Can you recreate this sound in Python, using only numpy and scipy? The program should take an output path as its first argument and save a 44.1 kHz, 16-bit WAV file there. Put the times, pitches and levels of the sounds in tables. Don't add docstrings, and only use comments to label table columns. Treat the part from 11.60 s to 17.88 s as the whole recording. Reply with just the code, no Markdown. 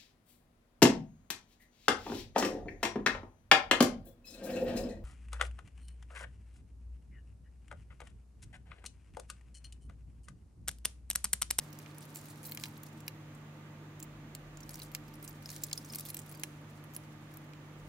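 import sys
import numpy as np
from scipy import signal
from scipy.fft import rfft, irfft
from scipy.io import wavfile
from scipy.ndimage import uniform_filter1d

SR = 44100
rng = np.random.default_rng(int(sys.argv[2]) if len(sys.argv) > 2 else 0)


def materialize(psi):
    bounded = np.clip(np.atleast_2d(psi).T, -1, 1)
    quanta = np.round(bounded * 32767).astype(np.int16)
    wavfile.write(sys.argv[1], SR, quanta)


def field_ratio(decibels):
    return 10 ** (np.asarray(decibels, dtype=float) / 20)


N = 277168
KNOCK_SAMPLES = 2048


def in_time(rows):
    s, value = np.transpose(rows)
    return np.interp(np.arange(N) / SR, s, value)


def at_hz(points, hz):
    at, value = np.transpose(points)
    return np.interp(np.log(np.maximum(hz, 1)), np.log(at), value)


def rms_one(x):
    return x / np.sqrt(np.mean(x ** 2) + 1e-20)


def peak_one(x):
    power = uniform_filter1d(np.mean(x, axis=0) ** 2, size=30)
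    return x / np.sqrt(2 * power.max())


def above(x, edge_hz):
    return signal.sosfilt(signal.butter(5, edge_hz, "high", fs=SR, output="sos"), x)


def drift(rate_hz):
    steps = rng.standard_normal(400)
    return np.interp(np.arange(N) / SR * rate_hz, np.arange(400), steps)


# frequency in Hz, level in dB rms.
MAINS_TONES = [(100, -61.5), (150, -52), (300, -65), (600, -74.5)]


def hum():
    t = np.arange(N) / SR
    total = 0
    for hz, db in MAINS_TONES:
        level = np.sqrt(2) * field_ratio(db + 0.53 * drift(2.64))
        total = total + level * np.sin(2 * np.pi * (hz * t + rng.random()))
    return total * field_ratio(np.array([[-.4], [.4]]))


# frequency in Hz, correlation from -1 to 1.
SIDE_LIKENESS = [(60, 0.97), (130, 0.95), (290, 0.94), (640, 0.69), (1410, 0.26), (3100, -0.17),
                 (6820, -0.25), (15000, -0.25)]
# frequency in Hz, left over right in dB.
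SIDE_LEAN = [(60, -4), (110, 1), (200, -0.5), (380, -0.5), (700, -0.5), (1290, -2.5), (2380, -4.0),
             (4400, -2), (8120, -2.5), (15000, 0.5)]


def diffuse(gain):
    hz = np.fft.rfftfreq(N, 1 / SR)
    mid, side = rfft(rng.standard_normal((2, N)))
    alike = np.clip(at_hz(SIDE_LIKENESS, hz), -1, 1)
    sign = np.array([[1], [-1]])
    pair = np.sqrt(1 + alike) * mid + np.sqrt(1 - alike) * side * sign
    lean = field_ratio(at_hz(SIDE_LEAN, hz) / 2 * sign)
    return rms_one(irfft(pair * gain(hz) * lean, N))


def resonance(hz, centre_hz, width_hz):
    return 1 / (1 + ((hz - centre_hz) / (width_hz / 2)) ** 2)


# frequency in Hz, width in Hz, level in dB rms.
FAN_RESONANCES = [(100.2, 2.2, -77), (110.7, 3.9, -64), (135, 19, -67), (186, 47, -66), (224.1, 3, -63.5),
                  (248, 50, -62.5), (302.8, 21, -64), (320.5, 12, -64.5), (363, 17, -91), (509, 7, -73.5),
                  (897, 25, -70.5), (1183, 130, -68), (6600, 1700, -74)]
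# frequency in Hz, level in dB per Hz.
AIR_SPECTRUM = [(25, -46), (60, -7.5), (90, -3), (330, -3), (420, -5.5), (800, -9), (1350, -11),
                (1930, -12), (3500, -20), (5000, -26.5), (9000, -32.5), (15700, -30.5), (15950, -58)]


def fan():
    air_db = -54 - 27.5

    def gain(hz):
        power = field_ratio(air_db + at_hz(AIR_SPECTRUM, hz)) ** 2
        for centre_hz, width_hz, db in FAN_RESONANCES:
            power = power + field_ratio(db) ** 2 / width_hz * resonance(hz, centre_hz, width_hz) ** 2
        return np.sqrt(power)

    total_power = np.sum(gain(np.arange(1, SR // 2)) ** 2)
    return np.sqrt(total_power) * diffuse(gain)


# time in seconds, level in dB.
RUMBLE_LEVEL = [(0.0, -67), (0.23, -83), (1.84, -71), (1.89, -80), (2.34, -73), (2.53, -62), (2.75, -68),
                (2.83, -60.5), (4.69, -73), (6.12, -71), (6.28, -56)]


def rumble():
    t = np.arange(N) / SR
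    tone = np.sqrt(2) * np.sin(2 * np.pi * (44.5 * t + 0.29 * drift(4.0)))
    noise = np.mean(diffuse(lambda hz: resonance(hz, 56, 12)), axis=0)
    return field_ratio(in_time(RUMBLE_LEVEL) + 1.0) * (1.16 * tone + 0.37 * noise)


# time in seconds, level in dB.
RUSTLE_LEVEL = [(0.0, -69.5), (0.87, -65.5), (1.07, -62.5), (1.48, -78), (2.2, -89), (2.75, -99),
                (3.01, -73), (3.2, -57), (3.34, -73.5), (3.6, -71.5), (4.02, -58.5), (4.29, -62.5),
                (4.48, -59), (4.65, -61), (5.04, -75.5), (5.84, -73.5), (5.96, -89), (6.28, -72)]
# frequency in Hz, level in dB per Hz.
STEEL_SPECTRUM = [(1760, -39), (3000, -4), (6480, -6.5), (7160, -5), (8440, -8), (13900, -10.5),
                  (15800, -14), (16500, -37)]


def rustle(per_s=12000, count=14):
    t60_s = 0.0021
    sizes = field_ratio(3.2 * np.minimum(rng.exponential(1, N), 5)) * rng.choice([-1, 1], N)
    born = rng.random(N) < per_s / SR
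    mode = rng.integers(0, count, N)
    sides = rng.normal(1, 1.0, (2, N))
    radius = field_ratio(-60 / (t60_s * SR))
    out = 0
    for k, hz in enumerate(np.linspace(3800, 15500, count)):
        ticks = sides * sizes * born * (mode == k) + 1e-18
        poles = [1, -2 * radius * np.cos(2 * np.pi * hz / SR), radius * radius]
        out = out + field_ratio(at_hz(STEEL_SPECTRUM, hz)) * signal.lfilter([1, 0, -1], poles, ticks)
    return field_ratio(in_time(RUSTLE_LEVEL) - 3.0 + 6.3 * drift(45)) * rms_one(above(out, 3200))


def ringing(hz, level_db, t60_s, turn_rad, lean_db):
    t = np.arange(KNOCK_SAMPLES) / SR
    modes = field_ratio(level_db) * np.exp(-np.log(1000) * t / t60_s)
    sides = []
    for sign in (1, -1):
        wave = np.sin(2 * np.pi * hz * t + sign * turn_rad)
        sides.append(np.sum(modes * field_ratio(sign * lean_db) * wave, axis=0))
    return np.array(sides)


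def chatter(chatter_ms):
    slip = rng.random((3, 300))
    after_s = np.cumsum(-np.log(1 - slip[0]) * .00025)
    age = after_s * 1000 / (0.48 * chatter_ms)
    swell = np.minimum(age + .12, 1)
    force = (swell * np.exp(-.6 * age) + 0.25 * np.exp(-after_s / 0.0078)) * field_ratio(-12 * slip[1])
    force[0] += 2.5 / chatter_ms ** 2
    contacts = np.zeros(KNOCK_SAMPLES)
    at = np.minimum(after_s * SR, KNOCK_SAMPLES - 1).astype(int)
    np.add.at(contacts, at, force * np.sign(slip[2] - .5))
    return contacts


def links(bright_hz, chatter_ms, treble_db, count=60):
    draw = rng.random((5, count, 1))
    hz = 3300 + 13200 * ((np.arange(count)[:, None] + draw[0]) / count) ** 0.93
    near = np.exp(-(np.log2(hz / bright_hz) / .18) ** 2)
    lumps_db = 21 * uniform_filter1d(draw[2], size=4, axis=0)
    tilt_db = treble_db * np.tanh(2 * np.log2(hz / 8800)) / 2
    level_db = at_hz(STEEL_SPECTRUM, hz) + tilt_db + 10 * near + lumps_db
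    t60_s = .007 * field_ratio(8 * draw[1] ** 4 + 4 * near) * (hz / 6000) ** -.3
    turn_rad = 3.34 * (draw[3] - .5) * (hz / 8000) ** .5
    rings = ringing(hz, level_db, t60_s, turn_rad, 2.3 * (draw[4] - .5))
    knock = signal.fftconvolve(rings, chatter(chatter_ms)[None], axes=1)[:, :KNOCK_SAMPLES]
    fade = np.hanning(2 * KNOCK_SAMPLES)[KNOCK_SAMPLES:]
    return peak_one(above(knock * fade, 4240))


# frequency in Hz, level in dB, t60 in seconds.
PLATE_MODES = [(995, -4, 0.014), (1727, -7.5, 0.04), (2190, 1, 0.017), (2430, 7, 0.014), (2805, -2, 0.032),
               (3125, 2, 0.019), (4060, -9.5, 0.063), (4420, -1.5, 0.0095), (5000, 10, 0.0057)]


def plate():
    hz, level_db, t60_s = np.transpose(PLATE_MODES)[:, :, None]
    draw = rng.standard_normal((3, len(PLATE_MODES), 1))
    swell = np.minimum(np.arange(KNOCK_SAMPLES) / SR / 0.00021, 1)
    detune = 1 + .006 * draw[0]
    rings = ringing(detune * hz, level_db + 0.41 * draw[1], t60_s, 0.72 * draw[2] - .4, -1.1)
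    soft = signal.lfilter(np.hanning(9), 1, rings * swell)
    return peak_one(above(soft, 780))


# start in seconds, peak in dB.
FAINT_TICKS = [(.1026, -55), (.1274, -47.5), (.345, -54.5), (.4057, -49), (.4249, -51), (.4518, -49.5),
               (.655, -50.5), (.6834, -50), (.7566, -54), (.835, -48), (1.082, -48.5), (1.136, -64),
               (1.285, -56), (1.328, -60), (1.403, -48.5), (1.4643, -53), (1.7483, -54), (2.3944, -53),
               (2.4388, -52), (3.0042, -46.5), (3.03, -50), (3.0608, -59), (3.1053, -45), (3.1125, -50),
               (3.1332, -47), (3.1684, -59), (3.191, -43), (3.316, -48), (3.337, -52), (3.3637, -52),
               (3.48, -54), (3.538, -50), (3.5536, -52), (3.6468, -46), (3.823, -53), (3.9273, -46),
                 (3.9813, -53), (4.0196, -47), (4.096, -52), (4.156, -48), (4.2293, -62), (4.2578, -52),
                 (4.4924, -44), (4.5294, -53), (4.5967, -47), (4.617, -51), (4.6605, -51), (4.722, -46),
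                 (4.7475, -49), (4.772, -54), (4.8122, -55), (5.2393, -50), (5.336, -49), (5.7385, -50)]


def tick_contacts():
    plate_db, chatter_ms, treble_db = -7, 4.6, 8
    ticks = FAINT_TICKS
    link_hz = rng.uniform(3800, 14000, len(ticks))
    return [(s, db, hz, plate_db, chatter_ms, treble_db) for (s, db), hz in zip(ticks, link_hz)]


# start in seconds, peak in dB, brightest mode in Hz, chatter in ms.
BARE_LINKS = [(.1878, -42, 6600, 2.7), (.382, -42.5, 9520, 3.2), (.5464, -44.5, 9110, 4.9),
              (.5584, -33, 7340, 1.5), (.5677, -40, 7840, 7.7), (.831, -39.5, 10310, 1.3),
              (.85, -39.5, 4090, 18), (.8627, -40, 14500, 19), (.8954, -40.5, 11700, 2),
              (.948, -35.5, 11200, 1.9), (2.4013, -39.5, 7600, 1.8), (2.4285, -38.5, 8000, 2.5),
              (3.1546, -39, 6060, 3.7), (3.6266, -41.5, 13600, 3.4), (3.639, -45, 8530, 18),
              (3.6856, -45, 13600, 14), (3.8583, -43, 5260, 2.6), (3.9137, -41, 4720, 5),
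              (3.963, -36.5, 6450, 1.7), (4.035, -25, 7450, 4.8), (4.3201, -42.5, 9200, 11),
              (4.3475, -33.5, 4600, 3.2), (4.3565, -28, 8800, 2.6), (4.385, -31.5, 8200, 2.2),
              (4.5683, -32, 9000, 1.94), (4.59, -38, 7160, 4.8), (4.713, -44, 11100, 6.4),
              (5.346, -41.5, 7300, 8), (5.3634, -32, 10900, 2.8)]
# start in seconds, peak in dB, brightest mode in Hz, chatter in ms.
HELD_LINKS = [(.5834, -49, 7300, 16), (.6127, -45.5, 7350, 2.1), (.697, -49, 4160, 30),
              (.8403, -43, 12000, 3.3), (.884, -48, 13500, 13), (.912, -41, 12800, 6.3),
              (1.009, -45, 14020, 19), (1.2323, -43.5, 14300, 4.1), (3.0922, -36, 12800, 2.3),
              (3.1418, -39, 5930, 2.5), (3.2187, -43, 4160, 3.8), (3.2303, -41.5, 9800, 6.3),
              (3.677, -38.5, 6900, 3.3), (3.9016, -38, 6060, 3.2), (4.0634, -46, 8960, 8.8),
              (4.1763, -33, 5150, 2.1), (4.2461, -44.5, 6100, 5.4), (4.2955, -42.5, 5040, 18),
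              (4.395, -36, 12800, 3.7), (4.406, -36, 11000, 3.8), (4.452, -37, 13420, 1.9),
              (4.458, -39, 3470, 17), (4.4863, -37.5, 10720, 4.7), (4.501, -33, 11100, 3.5),
              (4.5435, -31, 13200, 3.7), (4.6917, -45.5, 11000, 8.5), (4.7952, -43, 12300, 3.8),
              (5.7708, -42, 13600, 1.9)]


def link_contacts():
    plate_share_db, plate_most_db = -13.5, -45.5
    rows = []
    for table, treble_db in ((BARE_LINKS, 17.5), (HELD_LINKS, 6)):
        for s, db, hz, chatter_ms in table:
            plate_db = min(plate_share_db, plate_most_db - db)
            rows.append((s, db, hz, plate_db, chatter_ms, treble_db))
    return rows


# start in
# seconds, peak in dB, brightest mode in Hz, plate in dB, treble in dB.
CLASP_KNOCKS = [(.2005, -53, 4200, 3, 1), (0.2611, -53.5, 5760, 9.5, -14), (0.9202, -30, 14300, -11, 22),
                (0.9735, -32.5, 6250, -1.5, 5), (0.998, -40, 4480, -5, 6), (1.037, -25.5, 3700, -4.5, -20),
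                (1.0559, -38, 6070, -2, 12), (1.4798, -28.5, 11400, -1.5, -8.5),
                (2.75, -33.5, 7450, -8.5, 8), (2.972, -41.5, 7000, -11, -2), (3.1988, -40, 4360, -5, -18),
                (3.3487, -26, 11400, -4.5, -9), (3.891, -35, 5600, -10, -13), (4.1132, -44, 4970, 1.5, -2),
                (4.1304, -19.5, 7150, -45, -12), (4.335, -34.5, 5430, -6, 11), (4.742, -53, 3300, 5, -10),
                (4.8348, -25.5, 10800, -3.5, -5), (5.9346, -55, 4300, 6.5, -1)]


def clasp_contacts():
    chatter_ms = 1.54
    return [(s, db, hz, plate_db, chatter_ms, treble_db) for s, db, hz, plate_db, treble_db in CLASP_KNOCKS]


# start in seconds, peak in dB, frequency in Hz, t60 in seconds.
PING_MODES = [(0.557, -36, 7400, .012), (.852, -51, 4170, 0.033), (.884, -50, 4020, 0.035),
              (0.92, -39, 4280, 0.028), (1.0378, -37, 3440, 0.029), (1.038, -39, 5000, 0.023),
              (2.401, -41, 7640, 0.012), (2.427, -34, 7200, 0.021), (3.218, -41, 4000, 0.025),
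              (3.232, -57, 9300, .035), (3.8583, -34, 5090, 0.022), (4.036, -42, 5330, 0.062),
              (4.1291, -32, 5900, 0.0089), (4.1327, -30, 4570, 0.012), (4.176, -31.5, 5320, 0.015),
              (4.178, -38, 9200, 0.032), (4.458, -45, 3500, 0.023), (4.749, -56, 4670, 0.096),
              (4.835, -37, 5400, 0.011)]


def ping(peak_db, hz, t60_s):
    pair_hz = hz * np.array([[1], [1.03]])
    pair_db = peak_db - np.array([[2], [9]])
    return above(ringing(pair_hz, pair_db, t60_s, rng.normal(0, 0.43, (2, 1)), 0), 2300)


def knocks():
    out = np.zeros((2, N + KNOCK_SAMPLES))
    contacts = clasp_contacts() + link_contacts() + tick_contacts()
    for s, peak_db, bright_hz, plate_db, chatter_ms, treble_db in contacts:
        knock = links(bright_hz, max(chatter_ms, .3), treble_db) + field_ratio(plate_db - 2.5) * plate()
        at = round(s * SR)
        out[:, at:at + KNOCK_SAMPLES] += knock * field_ratio(peak_db)
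    for s, peak_db, hz, t60_s in PING_MODES:
        at = round(s * SR)
        out[:, at:at + KNOCK_SAMPLES] += ping(peak_db, hz, t60_s)
    return out[:, :N] * field_ratio(np.array([[-.6], [.6]]))


def room(x, t60_s=0.54, wet_db=-25):
    t = np.arange(SR // 4) / SR
    decay = np.exp(-np.log(1000) * t / t60_s) * (t > .003)
    tail = rms_one(rng.standard_normal((2, len(t)))) * decay
    tail = tail / np.sqrt(np.sum(tail[0] ** 2))
    return x + field_ratio(wet_db) * signal.fftconvolve(x, tail, axes=1)[:, :N]


def scene():
    rubbing = rustle() + field_ratio(-5.5) * rustle(per_s=600)
    return hum() + fan() + rumble() + room(knocks() + rubbing)


def low_pass(x):
    return signal.sosfilt(signal.butter(12, 17000, fs=SR, output="sos"), x)


def record(dry):
    cut = signal.sosfilt(signal.cheby1(12, 1, 15850, fs=SR, output="sos"), dry)
    return low_pass(cut)


dry = scene()
out = record(dry)
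materialize(out)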